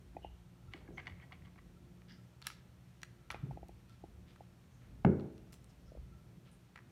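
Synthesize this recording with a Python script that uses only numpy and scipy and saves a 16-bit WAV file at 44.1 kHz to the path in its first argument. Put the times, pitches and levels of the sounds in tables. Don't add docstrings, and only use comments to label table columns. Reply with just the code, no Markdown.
import sys
import numpy as np
from scipy import signal
from scipy.fft import rfft, irfft, next_fast_len
from scipy.io import wavfile
from scipy.ndimage import uniform_filter1d, map_coordinates

SR = 44100
rng = np.random.default_rng(int(sys.argv[2]) if len(sys.argv) > 2 else 0)


def pcm_store(signal):
    levels = np.round(np.clip(np.atleast_2d(signal), -1, 1) * 32767)
    wavfile.write(sys.argv[1], SR, levels.astype(np.int16).T)


N = 304907


def amp(db):
    return 10 ** (np.asarray(db) / 20)


def unit(x):
    return x / np.sqrt(np.mean(x ** 2) + 1e-20)


def along(points, hz):
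    point_hz, value = np.transpose(points)
    return np.interp(np.log(hz + 1), np.log(point_hz + 1), value)


def filtered(x, response):
    size = next_fast_len(len(x) + 8192)
    spectrum = rfft(x, size) * response(np.fft.rfftfreq(size, 1 / SR))
    return irfft(spectrum, size)[:len(x)]


def noise(response):
    return unit(filtered(rng.standard_normal(N), response))


def wobble(rate):
    knots = rng.standard_normal(int(N * rate / SR) + 4)
    return map_coordinates(knots, [np.arange(N) * rate / SR])


def ring(t, hz, db, t60, rise, wander=0):
    hz, db, t60, rise = (np.reshape(v, (-1, 1)) for v in (hz, db, t60, rise))
    decay = amp(db - 60 * t / t60)
    onset = (1 - np.exp(-t / rise)) ** 2
    return np.sum(decay * np.sin(2 * np.pi * hz * t + wander) * onset, axis=0)


def add(track, s, sound, level_db):
    part = track[round(s * SR):][:len(sound)]
    part += amp(level_db) * sound[:len(part)]


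def peak_one(x):
    return x / np.abs(x).max()


# pitch in Hz, base level in dB, noise half-width in Hz at half gain,
# depth of its own waver in dB, share of steady tone.
HUM_LINES = [(62.7, -64.5, 2.4, -3, 0.056), (82.4, -67.5, 6.4, 3, 0.33), (119.7, -64.5, 1.7, 0, 0.68),
             (131.8, -69, 3.6, 3.5, 0.11), (158.8, -77.5, 6.1, 5.5, 0.13), (179.2, -67, 3.3, -0.5, 0.76),
             (350.6, -74.5, 3.7, 2, .3), (1332, -86.5, 60, 4, 0.01)]


def hum():
    out, t = np.zeros(N), np.arange(N) / SR
    for hz, db, half_width_hz, waver_db, tone_share in HUM_LINES:
        level = amp(db + waver_db * wobble(6.4))
        tone = tone_share * np.sqrt(2) * np.sin(2 * np.pi * hz * t)
        blur = 0.57 * noise(lambda f: 1 / (1 + ((f - hz) / half_width_hz) ** 2))
        out += level * (tone + blur)
    return out


# time in seconds, deep level in dB, upper level in dB.
RUMBLE_LEVELS = [(0, -58, -62), (.46, -63, -68.5), (.83, -62.5, -62.5), (1.05, -69, -60), (1.6, -64, -63),
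                 (2.12, -66, -62.5), (2.3, -80, -66.5), (2.62, -63, -62), (2.95, -91, -65),
                 (3.36, -56.5, -59.5), (3.72, -63.5, -64.5), (4.2, -60.5, -64), (4.69, -64.5, -64),
                 (4.93, -53.5, -59.5), (5.55, -67, -62), (5.95, -56.5, -65), (6.2, -64, -63.5),
                 (6.91, -76, -62.5)]
# frequency in Hz, relative gain in dB.
DEEP_COLOUR = [(18, -55), (30, -27), (48, 2.5), (91, -9.5), (110, -8.5), (140, -32.5), (240, -120)]
# frequency in Hz, relative gain in dB.
UPPER_COLOUR = [(60, -40.5), (110, 1.5), (200, -4), (350, -14.5), (700, -23.5), (1500, -45), (3000, -52)]


def rumble():
    t = np.arange(N) / SR
    s, deep_db, upper_db = np.transpose(RUMBLE_LEVELS)
    deep_level = amp(np.interp(t, s, deep_db) + 3 * wobble(6.2))
    upper_level = amp(np.interp(t, s, upper_db) + 1.1 * wobble(7.8))
    deep = deep_level * noise(lambda f: amp(along(DEEP_COLOUR, f)))
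    upper = upper_level * noise(lambda f: amp(along(UPPER_COLOUR, f)))
    return deep + upper


# frequency in Hz, relative gain in dB.
HISS_COLOUR = [(150, -37), (400, 2.5), (1000, -1), (2500, -5), (4500, -9.5), (4950, -13.5), (5400, -10),
               (8000, -14.5), (9800, -13.5), (10500, -23), (11300, -15.5), (15500, -20), (15900, -67)]


def hiss():
    level = amp(-73 + 0.28 * wobble(10.0))
    return level * noise(lambda f: amp(along(HISS_COLOUR, f)))


def background():
    swell = amp(1.2 * wobble(4.5))
    return swell * (hum() + rumble()) + hiss()


# start in seconds, push level in dB, push pitch in Hz,
# push length in ms (it crests after two lengths), knock level relative to the push in dB.
THUMPS = [(.146, -50.5, 292, 2.4, -10), (0.456, -53, 134, 5, -32), (0.625, -59.5, 142, 9.3, -4),
          (0.674, -47, 103, 5.5, -18), (.742, -47.5, 312, 2.45, -10), (.885, -46.5, 313, 1.9, -9),
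          (0.904, -48, 334, 1.1, -13), (1.103, -45, 86.4, 8.2, -34), (3.385, -50, 111, 3.8, -28),
          (3.426, -48.5, 286, 3.1, -22), (3.4267, -33.5, 128, 4.3, -32), (3.466, -40.5, 139.6, 11.4, -21),
          (3.512, -48, 150, 4.7, -30), (3.501, -45.5, 55.7, 17, -25), (5.0473, -14, 168, 1.45, -6),
          (5.972, -42.5, 59, 8, -18)]
# pitch in Hz, relative level in dB, 60 dB decay time in seconds.
BOARD_MODES = [(55.7, -20, 0.23), (89.1, -7, 0.48), (143.6, -2.5, 0.47), (170.6, 4, 0.17),
               (184.4, -3.5, 0.3), (204, -8.5, 0.52), (234, -10, 0.5), (268, -11.5, 0.56), (324, -14, 0.76),
               (355.6, -9, 0.48), (371, -11, 0.61), (402, -6.5, 0.46), (434.5, -13.5, 0.67),
               (502, -12.5, 0.44), (577, -25, 0.81), (546, -16, 0.62), (636, -20.5, 0.83), (703, -26, 0.28),
               (663, -22, 0.36), (870, -20, .5), (934, -42.5, .45)]
# pitch in Hz, relative level in dB.
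KNOCK_PARTIALS = [(760, 0), (1150, -10.5), (1480, -10), (1850, -20.5), (2150, -15.5), (2900, -29.5)]
RING_DB, SOFT_DB_PER_MS = -3.5, 2.25
BUILD_S = 0.0069
WANDER = .017


def bump(u):
    return (u / 2) ** 2 * np.exp(2 - u)


def thumps():
    rung, knocks, blows = np.zeros((3, N))
    t = np.arange(SR // 2) / SR
    t_push, t_knock = t[:SR // 5], t[:SR // 50]
    hz, db, t60 = np.transpose(BOARD_MODES)
    bone = sum(amp(level_db) * np.sin(2 * np.pi * knock_hz * t_knock) for knock_hz, level_db in KNOCK_PARTIALS)
    knock = bone * bump(t_knock / 0.00088)
    signs = rng.choice([-1, 1], (len(THUMPS), len(BOARD_MODES)))
    for (s, push_db, push_hz, ms, knock_db), sign in zip(THUMPS, signs):
        too_high = (hz / (2.8 * push_hz)) ** 6
        too_low = (0.42 * push_hz / hz) ** 4
        reach_db = -10 * np.log10(1 + too_high + too_low)
        drift = unit(uniform_filter1d(rng.standard_normal((len(hz), len(t))), size=SR // 50))
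        wander = 2 * np.pi * np.cumsum(WANDER * hz[:, None] * drift, axis=1) / SR
        boards = ring(t, sign * hz, db + reach_db, t60, rise=BUILD_S, wander=wander)
        add(rung, s, boards, push_db + RING_DB - SOFT_DB_PER_MS * ms)
        add(knocks, s, knock, push_db + knock_db)
        push = -np.sin(2 * np.pi * push_hz * t_push) * bump(t_push * 1000 / ms)
        add(blows, s + 0.0024, push, push_db)
    return rung, knocks, blows


# start in seconds, dry peak in dB, pitch in Hz, gain of the lower ring in dB,
# gain of the overtones in dB.
POPS = [(0.165, -32.5, 748, -10, -19.5), (0.2446, -33.5, 770, -7.5, -25), (3.342, -34, 754, -3, -9),
        (3.508, -40, 797, -29, -26), (3.571, -38, 740, -5, -26), (3.628, -39.5, 720, -3.5, -28),
        (3.69, -43, 746, 1, -19), (4.037, -37.5, 746, 4.5, -37), (4.405, -42, 753, -8, -35),
        (5.917, -45, 580, -4.5, -33), (5.949, -45, 563, -21, -27), (5.97, -46.5, 534, 0, -30)]
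# multiple of the pitch, relative level in dB, fall time in seconds.
CAVITY_MODES = [(.97, 1, 0.0037), (1.1, -7, 0.0066), (.7, -5.5, 0.0027), (.45, 1, 0.0041),
                (2.64, 2, 0.0026), (3.305, 1.5, 0.0054)]
POP_RISE_S = 0.00182


def pops():
    out = np.zeros(N)
    t = np.arange(SR // 40) / SR - 2 * POP_RISE_S
    multiple, db, fall = np.transpose(CAVITY_MODES)[..., None]
    swell = np.exp(-(t / np.where(t < 0, POP_RISE_S, fall)) ** 2)
    for s, peak_db, hz, lower_db, over_db in POPS:
        level_db = db + np.c_[[0, 0, 0, lower_db, over_db, over_db]]
        modes = amp(level_db) * swell * np.cos(2 * np.pi * hz * multiple * t)
        add(out, s, peak_one(np.sum(modes, axis=0)), peak_db)
    return out


# start in seconds, length in seconds, level in dB before its fades,
# centre in Hz, width in Hz at half gain.
BRUSHES = [(0.219, 0.05, -64, 2880, 300), (0.705, 0.11, -66, 1740, 2880), (0.808, 0.019, -62.5, 740, 587),
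           (0.853, 0.1, -66, 490, 530), (0.93, 0.056, -76, 6200, 900), (1.077, 0.016, -59, 790, 300),
           (1.0, .13, -67, 2000, 2000), (1.161, 0.095, -70, 2070, 900), (1.208, 0.016, -70, 3100, 490),
           (1.232, 0.025, -69, 830, 250), (1.306, 0.028, -64, 1190, 300), (1.327, 0.032, -68, 2200, 1200),
           (1.412, 0.08, -74, 2200, 2000), (2.083, 0.055, -65, 1700, 720), (2.079, 0.052, -66, 3240, 920),
           (2.08, 0.074, -68.5, 4940, 1200), (2.433, 0.049, -60.5, 3000, 4000),
           (2.471, .07, -61.5, 3630, 6000), (3.307, 0.059, -54.5, 1290, 2520),
           (3.882, 0.075, -72, 2920, 4000), (4.265, 0.065, -68, 2670, 3100), (4.7, .1, -80, 6400, 1500),
           (4.799, 0.088, -73, 1780, 1530), (5.522, 0.021, -60.5, 7460, 9600),
           (5.69, 0.028, -73, 5000, 6000), (5.85, 0.056, -76, 5400, 1220), (6.75, 0.033, -65, 1900, 1400),
           (6.448, 0.057, -71.5, 2800, 2520), (6.511, 0.036, -72, 9250, 2000)]


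def brushes():
    out = np.zeros(N)
    for s, length, db, hz, width_hz in BRUSHES:
        u = np.arange(SR // 5) / SR / length
        slips, pressure = rng.standard_normal((2, len(u)))
        grains = slips * amp(4 * unit(uniform_filter1d(pressure, size=60)))
        rub = filtered(grains, lambda f: 1 / (1 + ((f - hz) / (width_hz / 2)) ** 2))
        stroke = (1 - np.exp(-u / 0.15)) * np.exp(-u ** 3.2)
        add(out, s, unit(rub) * stroke, db)
    return out


# start in seconds, dry peak in dB.
FLICKERS = [(0.674, -66), (1.7568, -70.5), (1.8694, -84), (2.172, -73), (3.894, -66), (4.1415, -76),
            (5.498, -72), (5.87, -70), (6.121, -66), (6.2776, -82), (6.4685, -70)]
FLICKER_HZ, FLICKER_S = 1347, 0.0097


def flickers():
    out, t = np.zeros(N), np.arange(SR // 10) / SR
    blip = np.sin(2 * np.pi * FLICKER_HZ * t) * np.exp(-(t / FLICKER_S - 1.5) ** 2)
    for s, peak_db in FLICKERS:
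        add(out, s, blip, peak_db)
    return out


# start in seconds, contact in ms, # dry peak in dB, gain of the low modes in
# dB, gain of the high modes in dB.
RATTLES = [(0.7361, 0.036, -34.5, -4.5, 2), (.7426, 0.11, -51, 14, -16), (.755, 5, -54, 4, -11),
           (.876, 3, -54.5, 7, -12), (.973, 13.7, -41.5, -1.5, 0.5), (.9801, 0.34, -39, 0, -10),
           (.990, 16, -41.5, -2.5, -6), (1.014, 9.1, -54.5, -3, -6), (1.057, 4.1, -54, -2, -3),
           (1.0695, 0.025, -34.5, -5.5, -1), (1.0769, 0.038, -38.5, 1, 2), (1.095, 4.4, -48, -5, 0),
           (1.121, 2.3, -52, -7, -10), (1.198, 8.7, -55, -6, -16), (1.218, 24, -52.5, -5, -7),
           (1.3218, .03, -43, -6, -3), (1.327, .03, -43.5, -3, -1.5), (1.42, 2.2, -59, -10, -8),
           (1.449, 2.2, -55.5, -2, -2), (1.456, 1.8, -55, -6, 4), (1.468, 15, -59, 9, -11),
           (1.558, 2.4, -58, 4, -8), (1.578, 3.3, -57, -6, -16), (1.584, 6, -49.5, -4, -10)]
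# pitch in Hz, relative level in dB, 60 dB decay time in seconds.
TOY_MODES = [(766, -3, 0.036), (1107, 1, 0.019), (1630, -6, 0.029), (2004, -0.5, 0.023), (2150, 4.5, 0.017),
             (2530, -10, 0.011), (2930, -3.5, 0.018), (3200, -4, 0.016), (3890, -10, 0.011),
             (4460, -11.5, 0.016), (6000, -14.5, 0.0064), (7560, -17.5, 0.0039), (11000, -24, 0.0042)]
LOW_HZ, HIGH_HZ = 1750, 2500


def rattles():
    out, t = np.zeros(N), np.arange(SR // 16) / SR
    hz, db, t60 = np.transpose(TOY_MODES)
    for s, ms, peak_db, low_db, high_db in RATTLES:
        pitch, strength = rng.standard_normal((2, len(hz)))
        contact = np.exp(-(t * 1000 / ms) ** 4)
        slips = rng.standard_normal(len(t)) * amp(6 * rng.standard_normal(len(t))) * contact
        detune, uneven_db = 1 + .025 * pitch, 2 * strength
        balance_db = low_db * (hz < LOW_HZ) + high_db * (hz > HIGH_HZ)
        body = ring(t, hz * detune, db + balance_db + uneven_db, t60, rise=.5 / hz)
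        add(out, s, peak_one(signal.fftconvolve(slips, body)), peak_db)
    return out


# start in seconds, dry peak in dB, # tilt in dB per octave, favoured pitch in
# Hz, its lift in dB, muted pitch in Hz.
CLICKS = [(2.018, -56, -4.5, 2150, 17, 940), (2.417, -48, -4, 1200, 0, 1650),
          (2.4237, -42, -4.5, 4050, 14, 2150), (2.452, -52, -6, 2150, 3, 950),
          (2.459, -50, -4, 3500, 5, 950), (2.463, -48, -5, 2400, 10, 1650),
          (2.4684, -25, 2, 10200, -1.5, 7550), (2.4707, -34.5, 0, 1600, 18, 3000),
          (2.4747, -45, -5, 5500, 2, 950), (2.477, -44, -2, 5500, 0, 950), (2.481, -45, -2, 5000, 5, 950),
          (2.483, -48, -2, 9000, 2, 950), (2.4855, -48, -3, 5500, 4, 950), (2.488, -52, -5, 2400, 5, 950),
          (2.5014, -40, -6, 2400, 1, 8000), (2.515, -53, -4, 1500, 7, 950),
          (3.0172, -50.5, -3, 4500, 4, 1300), (3.0301, -54, -4, 5800, 14, 1650),
          (3.0316, -32.5, -1.5, 1780, 8, 10800), (3.037, -55, -14, 1800, 12, 950),
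          (3.3032, -30, -8, 2150, 8.5, 7000), (3.31, -36.5, -5.5, 3500, 8, 6540),
          (3.3133, -44, 0, 10000, 12, 6600), (3.318, -40, -2, 1100, 10, 8500),
          (3.3425, -44, -17, 2140, 10, 1260), (3.684, -55.5, 4, 5500, -1, 950),
          (3.895, -54.5, 0, 1250, 5, 2400), (4.3597, -53, -6.5, 1650, 5, 2720),
          (5.0486, -32.5, -11, 2600, 5, 990), (5.064, -39.5, -23, 1580, 26, 950),
          (5.197, -48.5, -11.5, 4200, 18.5, 1910), (5.207, -55, -6.5, 4000, 15, 1900),
          (5.379, -55.5, -2, 4630, 11, 2160), (5.528, -51, -3, 7850, -10, 930),
          (5.54, -49.5, -2, 4680, -4, 930), (5.643, -54, 2, 8650, 11, 950),
          (6.7583, -43.5, -7, 1910, 4, 5600), (6.763, -54, -9, 2200, 13, 940),
          (6.7758, -46, -8, 2000, 13, 3200), (6.781, -57, -9, 2000, 8, 950),
          (6.789, -47, -9.5, 2000, 7, 4500), (6.804, -61, -10, 1400, 4, 950)]
# pitch in Hz, relative level in dB, 60 dB decay time in seconds.
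HARD_MODES = [(1053, -5, 0.0087), (1310, 2.5, 0.0091), (1617, 2.5, 0.0075), (1900, 3, .007),
              (2283, 0.5, 0.0085), (2684, 3.5, 0.0074), (3416, -1, 0.0078), (4140, 5, 0.0057),
              (4750, -2.5, 0.0076), (5750, 3, 0.0066), (6830, 2.5, 0.0057), (8100, 1, 0.0051),
              (9420, 4, 0.0031), (10170, 5, 0.0038), (11860, 0.5, 0.0043), (13300, -8, 0.0038),
              (15400, -5, 0.0043)]
SPOT_OCTAVES, NODE_OCTAVES, MUTE_DB = 0.27, 0.18, -8


def near(hz, spot_hz, octaves):
    return np.exp(-(np.log2(hz / spot_hz) / octaves) ** 2)


def clicks():
    out, t = np.zeros(N), np.arange(SR // 30) / SR
    hz, db, t60 = np.transpose(HARD_MODES)
    rise = 0.00059 + 0.33 / hz
    for s, peak_db, tilt_db, favoured_hz, lift_db, muted_hz in CLICKS:
        pitch, strength = rng.standard_normal((2, len(hz)))
        detune, uneven_db = 1 + .03 * pitch, 1.5 * strength
        contact_db = tilt_db * np.log2(hz / 1000)
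        favour_db = lift_db * near(hz, favoured_hz, SPOT_OCTAVES)
        nodes = near(hz, muted_hz, NODE_OCTAVES) + near(hz, 2.22 * muted_hz, NODE_OCTAVES)
        spot_db = contact_db + favour_db + MUTE_DB * nodes
        sound = ring(t, hz * detune, db + spot_db + uneven_db, t60, rise)
        add(out, s, peak_one(sound), peak_db)
    return out


# frequency in Hz, 60 dB decay time in seconds, strength in dB.
ROOM_BANDS = [(97.5, 0.72, -4.5), (517, 0.66, -1.5), (1470, 0.63, 4.5), (5050, 0.36, 2.5), (12000, 0.17, 2)]
# delay in seconds, level in dB.
WALL_ECHOES = [(.006, -20), (.0150, -21), (.021, -25)]


def room(x, wet_db):
    out, step = x.copy(), SR // 4
    band_hz, t60, strength_db = np.transpose(ROOM_BANDS)
    for delay, db in WALL_ECHOES:
        add(out, delay, x, db)
    for start in range(0, N, step):
        hz, t, z = signal.stft(rng.standard_normal(SR // 2), SR, nperseg=256)
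        decay_db = -60 * t / along(np.c_[band_hz, t60], hz)[:, None]
        fade = amp(decay_db - 12 * np.exp(-t / 0.0027))
        z = z * fade / np.linalg.norm(fade, axis=1, keepdims=True)
        colour = amp(along(np.c_[band_hz, strength_db], hz))[:, None]
        tail = signal.istft(z * colour, SR, nperseg=256)[1] / np.sqrt(128)
        add(out, start / SR + 0.0049, signal.fftconvolve(x[start:start + step], tail), wet_db)
    return out


def scene():
    rung, knocks, blows = thumps()
    floor = rung + room(knocks, wet_db=-13) + room(blows, wet_db=-4.5)
    hollow = room(pops(), wet_db=-19.5)
    soft = room(brushes(), wet_db=-9.0)
    tone = room(flickers(), wet_db=-9)
    hard = room(rattles() + clicks(), wet_db=-18.5)
    return (background() + floor + hollow + soft + tone + hard)[None]


TOP_HZ = 16400


def record(dry):
    return filtered(dry[0], lambda f: (f < TOP_HZ) / (1 + (38 / (f + 1)) ** 6))[None]


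dry = scene()
out = record(dry)
pcm_store(out)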